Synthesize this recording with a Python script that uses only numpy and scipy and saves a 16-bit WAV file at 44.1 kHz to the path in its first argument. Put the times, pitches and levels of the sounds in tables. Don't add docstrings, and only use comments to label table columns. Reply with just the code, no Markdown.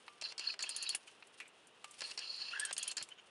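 import sys
import numpy as np
from scipy import signal
from scipy.fft import rfft, irfft
from scipy.io import wavfile
from scipy.ndimage import uniform_filter1d

SR = 44100
rng = np.random.default_rng(int(sys.argv[2]) if len(sys.argv) > 2 else 0)


def materialize(psi):
    bounded = np.clip(np.atleast_2d(psi).T, -1, 1)
    quanta = np.round(bounded * 32767).astype(np.int16)
    wavfile.write(sys.argv[1], SR, quanta)


N = 145530
GRIP_PER_S, WAVER_PER_S = 190, 320


def undb(db):
    return 10 ** (np.asarray(db) / 20)


def unit(x):
    return x / np.sqrt(np.mean(x ** 2) + 1e-20)


def colour(x, curve, size=2048):
    hz, db = np.array(curve, float).T
    f = np.maximum(np.fft.rfftfreq(size, 1 / SR), 1)
    gain = undb(np.interp(np.log(f), np.log(hz), db))
    cepstrum = irfft(np.log(gain))
    cepstrum[1:size // 2] *= 2
    cepstrum[size // 2 + 1:] = 0
    return signal.fftconvolve(x, irfft(np.exp(rfft(cepstrum))))[:len(x)]


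def band(x, edges_hz):
    return signal.sosfilt(signal.butter(2, np.sort(edges_hz), "band", fs=SR, output="sos"), x)


def resonate(x, modes):
    return sum((-1) ** k * undb(db) * signal.lfilter(*signal.iirpeak(hz, hz / width, fs=SR), x)
               for k, (hz, width, db) in enumerate(modes))


def wander(per_s):
    hold = max(int(SR / per_s), 1)
    steps = np.repeat(rng.standard_normal(N // hold + 1), hold)[:N]
    return unit(uniform_filter1d(steps, hold))


def crackle(per_s, scatter_db):
    hits = rng.random(N) < per_s / SR
    return hits * rng.choice([-1, 1], N) * undb(scatter_db * rng.standard_normal(N))


def fade(t60, attack_s=0.00032):
    t = np.arange(SR // 2) / SR
    return (1 - np.exp(-t / attack_s)) * np.exp(-np.log(1000) * t / t60)


def burst(t60):
    return fade(t60) * rng.standard_normal(SR // 2)


def ring(hz, t60):
    return fade(t60) * np.sin(2 * np.pi * hz * np.arange(SR // 2) / SR)


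def add(out, s, x):
    i = max(int(s * SR), 0)
    out[i:i + len(x)] += x[:N - i]


def strike(out, s, x, db):
    add(out, s, x * undb(db) / np.sqrt(np.sum(x ** 2) / (.01 * SR)))


def room_tone():
    air_eq = [(20, -40), (110, -12), (300, -6), (440, -1), (600, -4.5), (1350, -5), (2250, -10.5),
              (2750, -2.5), (3300, -7.5), (4600, -18.5), (7800, -25.5), (11300, -40), (15000, -76)]
    return undb(-65.5) * unit(colour(rng.standard_normal(N), air_eq))


def glove_rustle():
    envelope = [(0, -72.5), (.9, -100), (.97, -67), (1.05, -71.5), (1.79, -77), (1.84, -67.5),
                (2.04, -59.5), (2.14, -54), (2.22, -82), (3.08, -71), (3.15, -76.5)]
    glove_eq = [(1000, -23), (2500, -5), (5000, -6.5), (7500, -12), (9500, -5), (11000, -21.5),
                (12000, -36)]
    creases = unit(colour(crackle(per_s=2500, scatter_db=1), glove_eq))
    swell_db = np.interp(np.arange(N) / SR, *np.array(envelope).T)
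    flutter_db = 4 * wander(per_s=80)
    return creases * undb(swell_db + flutter_db)


def spring_pings(hz=1184):
    out = np.zeros(N)
    for s, db in [(0.078, -58.5), (1.843, -58)]:
        add(out, s, undb(db) * ring(hz, t60=0.52))
    return out


def finger_taps():
    taps = [(0.0795, -40.5, -55, -67.5), (1.075, -45.5, -97, -59.5), (1.2243, -43.5, -64, -81),
            (1.4009, -42.5, -57.5, -54), (1.8426, -39, -56, -50.5), (3.0874, -48.5, -68, -55.5)]
    mid_eq = [(500, -34), (2000, 0), (2600, 12.5), (3400, -2.5), (4500, 2), (6000, -23), (12000, -56)]
    body_eq = [(100, -49), (400, -28), (800, 2.5), (1300, 3), (1800, -3), (2500, -1), (8000, -26)]
    out, t60 = np.zeros(N), 0.032
    for s, mid_db, body_db, treble_db in taps:
        strike(out, s, colour(burst(t60), mid_eq), mid_db - 11)
        strike(out, s, colour(burst(t60), body_eq), body_db + 4)
        strike(out, s, band(burst(t60), (5500, 9500)), treble_db - 3.5)
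    return out


def slack_knocks():
    knocks = [(0.2127, -31, -60), (0.2212, -31, -50), (0.3211, -38, -54), (0.3792, -29, -58),
              (0.394, -27, -50.5), (0.539, -38, -52.5), (0.5912, -28.5, -54.5), (0.606, -32.5, -59),
              (0.6381, -56, -47), (0.947, -30, -46.5), (2.0062, -29.5, -57), (2.0175, -28.5, -45.5),
              (2.1124, -34, -57), (2.1752, -29, -51.5), (2.19, -27.5, -57.5), (2.7092, -34, -44.5),
              (2.7652, -30, -55.5), (2.917, -55, -55.5), (2.97, -42, -55), (2.9799, -26.5, -55),
              (3.0116, -54, -50.5)]
    edge_eq = [(1500, -21), (2700, 6.5), (3500, -3), (4400, 11), (5400, 8.5), (6300, 0.5), (7100, 3),
               (9000, -2.5), (10500, -13), (12000, -40)]
    body_eq = [(100, -24), (400, 0.5), (900, 2), (1300, 2), (2700, 7.5), (4000, -9), (11000, -36)]
    out = np.zeros(N)
    for s, edge_db, body_db in knocks:
        strike(out, s, colour(burst(t60=0.024), edge_eq), edge_db - 16)
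        strike(out, s, colour(burst(t60=0.043), body_eq), body_db + 0.5)
    return out


def gear_rasp(grip_db=1.12, flutter_db=2.24, scrape_db=-57):
    strokes = [
        [(0.213, -49, -56, -66), (0.236, -50, -60, -71), (0.256, -41, -43, -49), (0.285, -50.5, -70, -64),
         (0.326, -51, -49, -78)],
        [(0.380, -45, -59, -75), (0.422, -50, -46, -52.5), (0.465, -43.5, -51, -55), (0.495, -38, -43, -46),
         (0.517, -45.5, -70, -64), (0.545, -48, -46, -56)],
        [(0.592, -42.5, -66, -46.5), (0.642, -52.5, -50, -58), (0.69, -52, -49.5, -56.5), (0.72, -44, -53, -62),
         (0.755, -48, -58, -60), (0.865, -44.5, -44, -54.5), (0.915, -46, -56, -62), (0.953, -58, -40.5, -50)],
        [(2.006, -49, -58, -53), (2.05, -46.5, -47, -56), (2.085, -53.5, -80, -65), (2.12, -52, -45.5, -50)],
        [(2.176, -43.5, -54, -49), (2.24, -50.5, -46, -58), (2.29, -43, -57, -70), (2.40, -45, -55, -57),
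         (2.475, -44.5, -49.5, -58.5), (2.52, -55.5, -50, -53.5), (2.56, -60, -51, -40), (2.6, -61, -54, -48),
         (2.716, -64, -56.5, -45.5)],
        [(2.767, -52, -71, -53), (2.795, -51.5, -49.5, -55), (2.885, -53.5, -50, -61.5),
         (2.923, -49.5, -44, -54)],
        [(2.968, -38.5, -52, -48.5), (2.985, -46, -55, -48), (3.02, -47.5, -59, -67)],
    ]
    # f/Hz, width/Hz, level/dB
    high_modes = [(4025, 89, -6), (4370, 84, 2), (4620, 210, -8), (5030, 105, -4), (5100, 280, -15.5)]
    mid_modes = [(2654, 190, 4.5), (2813, 115, 9.5), (3203, 880, -4)]
    low_modes = [(1330, 30, -2.5), (1700, 196, 6)]
    scrape_eq = [(100, -5.5), (400, -1), (1100, 10), (2200, 4.5), (3600, 12), (5600, 12.5), (6350, 3),
                 (7050, 9), (7850, -8), (8900, 6.5), (10200, -4.5), (12000, -49.5)]
    t = np.arange(N) / SR
    slips = crackle(per_s=7000, scatter_db=1.5) * undb(grip_db * wander(GRIP_PER_S))
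    drives, turning = np.zeros((3, N)), np.zeros(N)
    for stroke in strokes:
        times, *levels = np.array(stroke).T
        gate = (t >= times[0]) & (t <= times[-1])
        turning += gate
        drives += [gate * undb(np.interp(t, times, db)) for db in levels]
    out = undb(scrape_db) * colour(slips * turning, scrape_eq) / np.std(colour(slips, scrape_eq))
    for drive, modes, trim_db in zip(drives, (high_modes, mid_modes, low_modes), (-1, -4, -6)):
        span_hz = (modes[0][0] * 0.66, modes[-1][0] * 1.09)
        force = band(slips, span_hz) * undb(flutter_db * wander(GRIP_PER_S))
        out += undb(trim_db) * resonate(force * drive, modes) / np.std(resonate(force, modes))
    return out


def gear_squeals(waver=0.0082):
    squeals = [(0.477, 0.01, 4350, -30), (0.504, 0.0058, 2600, -37.5), (0.642, .016, 2660, -43.5),
               (0.673, .028, 3244, -51), (0.877, 0.017, 3930, -40), (0.903, 0.015, 4400, -38),
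               (2.022, 0.011, 2660, -47), (2.054, .012, 4150, -45), (2.303, 0.017, 4350, -40),
               (2.34, .009, 4370, -47), (2.558, 0.0078, 2700, -41.5), (2.818, 0.024, 3320, -49.5),
               (2.876, 0.0181, 3120, -47.5), (2.898, .022, 2680, -57)]
    out = np.zeros(N)
    for s, half_s, hz, db in squeals:
        n = int(2 * half_s * SR)
        pitch = hz * (1 + waver * wander(WAVER_PER_S)[:n])
        tone = np.sqrt(2) * np.sin(2 * np.pi * np.cumsum(pitch) / SR)
        add(out, s - half_s, undb(db) * np.hanning(n) ** 2 * tone)
    return out


def pawl_snaps(crack_lag_s=.0007):
    # t/s, ring/dB, ring f/Hz, lower, middle and upper treble/dB
    snaps = [(0.6245, -26, 7150, -35.5, -64, -46), (0.6917, -26, 9500, -42, -37.5, -38),
             (0.763, -26.5, 10400, -37, -59, -35), (0.8252, -31, 9800, -37.5, -46, -37),
             (0.891, -22.5, 9390, -39.5, -44, -37.5), (0.9486, -26, 9900, -41, -39, -32.5),
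             (2.596, -24, 8800, -48, -28.5, -41), (2.6502, -26.5, 8630, -40.5, -34, -40),
             (2.727, -27.5, 8620, -39, -35, -42), (2.7787, -24, 8640, -36.5, -45, -34.5),
             (2.8279, -28, 6780, -35, -41, -40), (2.8775, -25, 9650, -41, -48, -34.5),
             (2.913, -30, 7500, -41, -45, -58), (2.968, -27, 7270, -40, -63, -48.5),
             (3.025, -27.5, 7550, -49, -54, -45)]
    treble_bands = [(6300, 7350), (8100, 9000), (9200, 10300)]
    plate_eq = [(300, -16), (2000, -10), (3200, 9), (3800, 2), (5000, 7), (6000, 0), (9000, 4.5),
                (11000, -2.5), (12000, -28)]
    out = np.zeros(N)
    for s, db, hz, *treble_levels in snaps:
        strike(out, s + crack_lag_s, ring(hz, t60=0.012), db - 19)
        strike(out, s, ring(hz, t60=0.07), db - 30)
        strike(out, s, colour(burst(t60=0.054), plate_eq), db - 17.5)
        for edges_hz, treble_db in zip(treble_bands, treble_levels):
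            strike(out, s, band(burst(t60=0.05), edges_hz), treble_db - 7.5)
    return out


def palm_thuds():
    out = np.zeros(N)
    for s, db in [(0.95, -76), (3.01, -65.5)]:
        strike(out, s, band(burst(t60=0.074), (70, 200)), db)
    return out


def fingertip_brushes():
    brushes = [(1.084, 0.023, -54), (3.121, 0.03, -53), (3.193, 0.03, -56.5)]
    case_modes = [(1450, 340, -9.5), (2300, 430, -9), (3050, 84, 6.5), (6800, 280, -16)]
    out = np.zeros(N)
    for s, half_s, db in brushes:
        n = int(2 * half_s * SR)
        rub = unit(resonate(rng.standard_normal(n), case_modes))
        add(out, s - half_s, undb(db) * np.hanning(n) ** 2 * rub)
    return out


def light_ticks():
    out = np.zeros(N)
    for s, db in [(1.27, -65.5), (1.478, -63.5), (1.67, -63), (1.91, -56), (2.362, -61)]:
        strike(out, s, band(burst(t60=.045), (6860, 10100)), db)
    return out


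def bow_rattle():
    bow_modes = [(1520, 300, -1), (2430, 290, 10.5)]  # f/Hz, width/Hz, level/dB
    out = np.zeros(N)
    for s, db in [(1.401, -45), (1.456, -58)]:
        strike(out, s, resonate(burst(t60=0.1), bow_modes), db)
    return out


def friction_squeak(jitter=.022, roughness=0.31):
    glide = [(2.502, 1080, -69, -59), (2.525, 1350, -59, -45), (2.537, 1400, -45, -47.5),
             (2.551, 1600, -53, -65), (2.564, 1650, -53, -59), (2.598, 1600, -55.5, -61),
             (2.633, 1730, -39, -58.5), (2.656, 1600, -67, -58), (2.708, 1590, -50, -57)]
    t = np.arange(N) / SR
    times, hz, *levels = np.array(glide).T
    pitch = np.interp(t, times, hz) * (1 + jitter * wander(WAVER_PER_S))
    phase = 2 * np.pi * np.cumsum(pitch) / SR
    tone = sum(undb(np.interp(t, times, db)) * np.sqrt(2) * np.sin(k * phase)
               for k, db in enumerate(levels, 1))
    gate = (t >= times[0]) & (t <= times[-1])
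    return tone * gate * (1 + roughness * wander(GRIP_PER_S))


def scene():
    winding = slack_knocks() + gear_rasp() + gear_squeals() + pawl_snaps() + friction_squeak()
    handling = glove_rustle() + finger_taps() + palm_thuds() + fingertip_brushes()
    small_parts = spring_pings() + light_ticks() + bow_rattle()
    watch = winding + handling + small_parts
    tail = band(burst(t60=0.12), (200, 9000))
    reverb = signal.fftconvolve(watch, tail / np.linalg.norm(tail))[:N]
    return (watch + undb(-19) * reverb + room_tone())[None]


def record(dry):
    top_hz = 11429
    return signal.sosfilt(signal.butter(18, top_hz, fs=SR, output="sos"), dry)


dry = scene()
out = record(dry)
materialize(out)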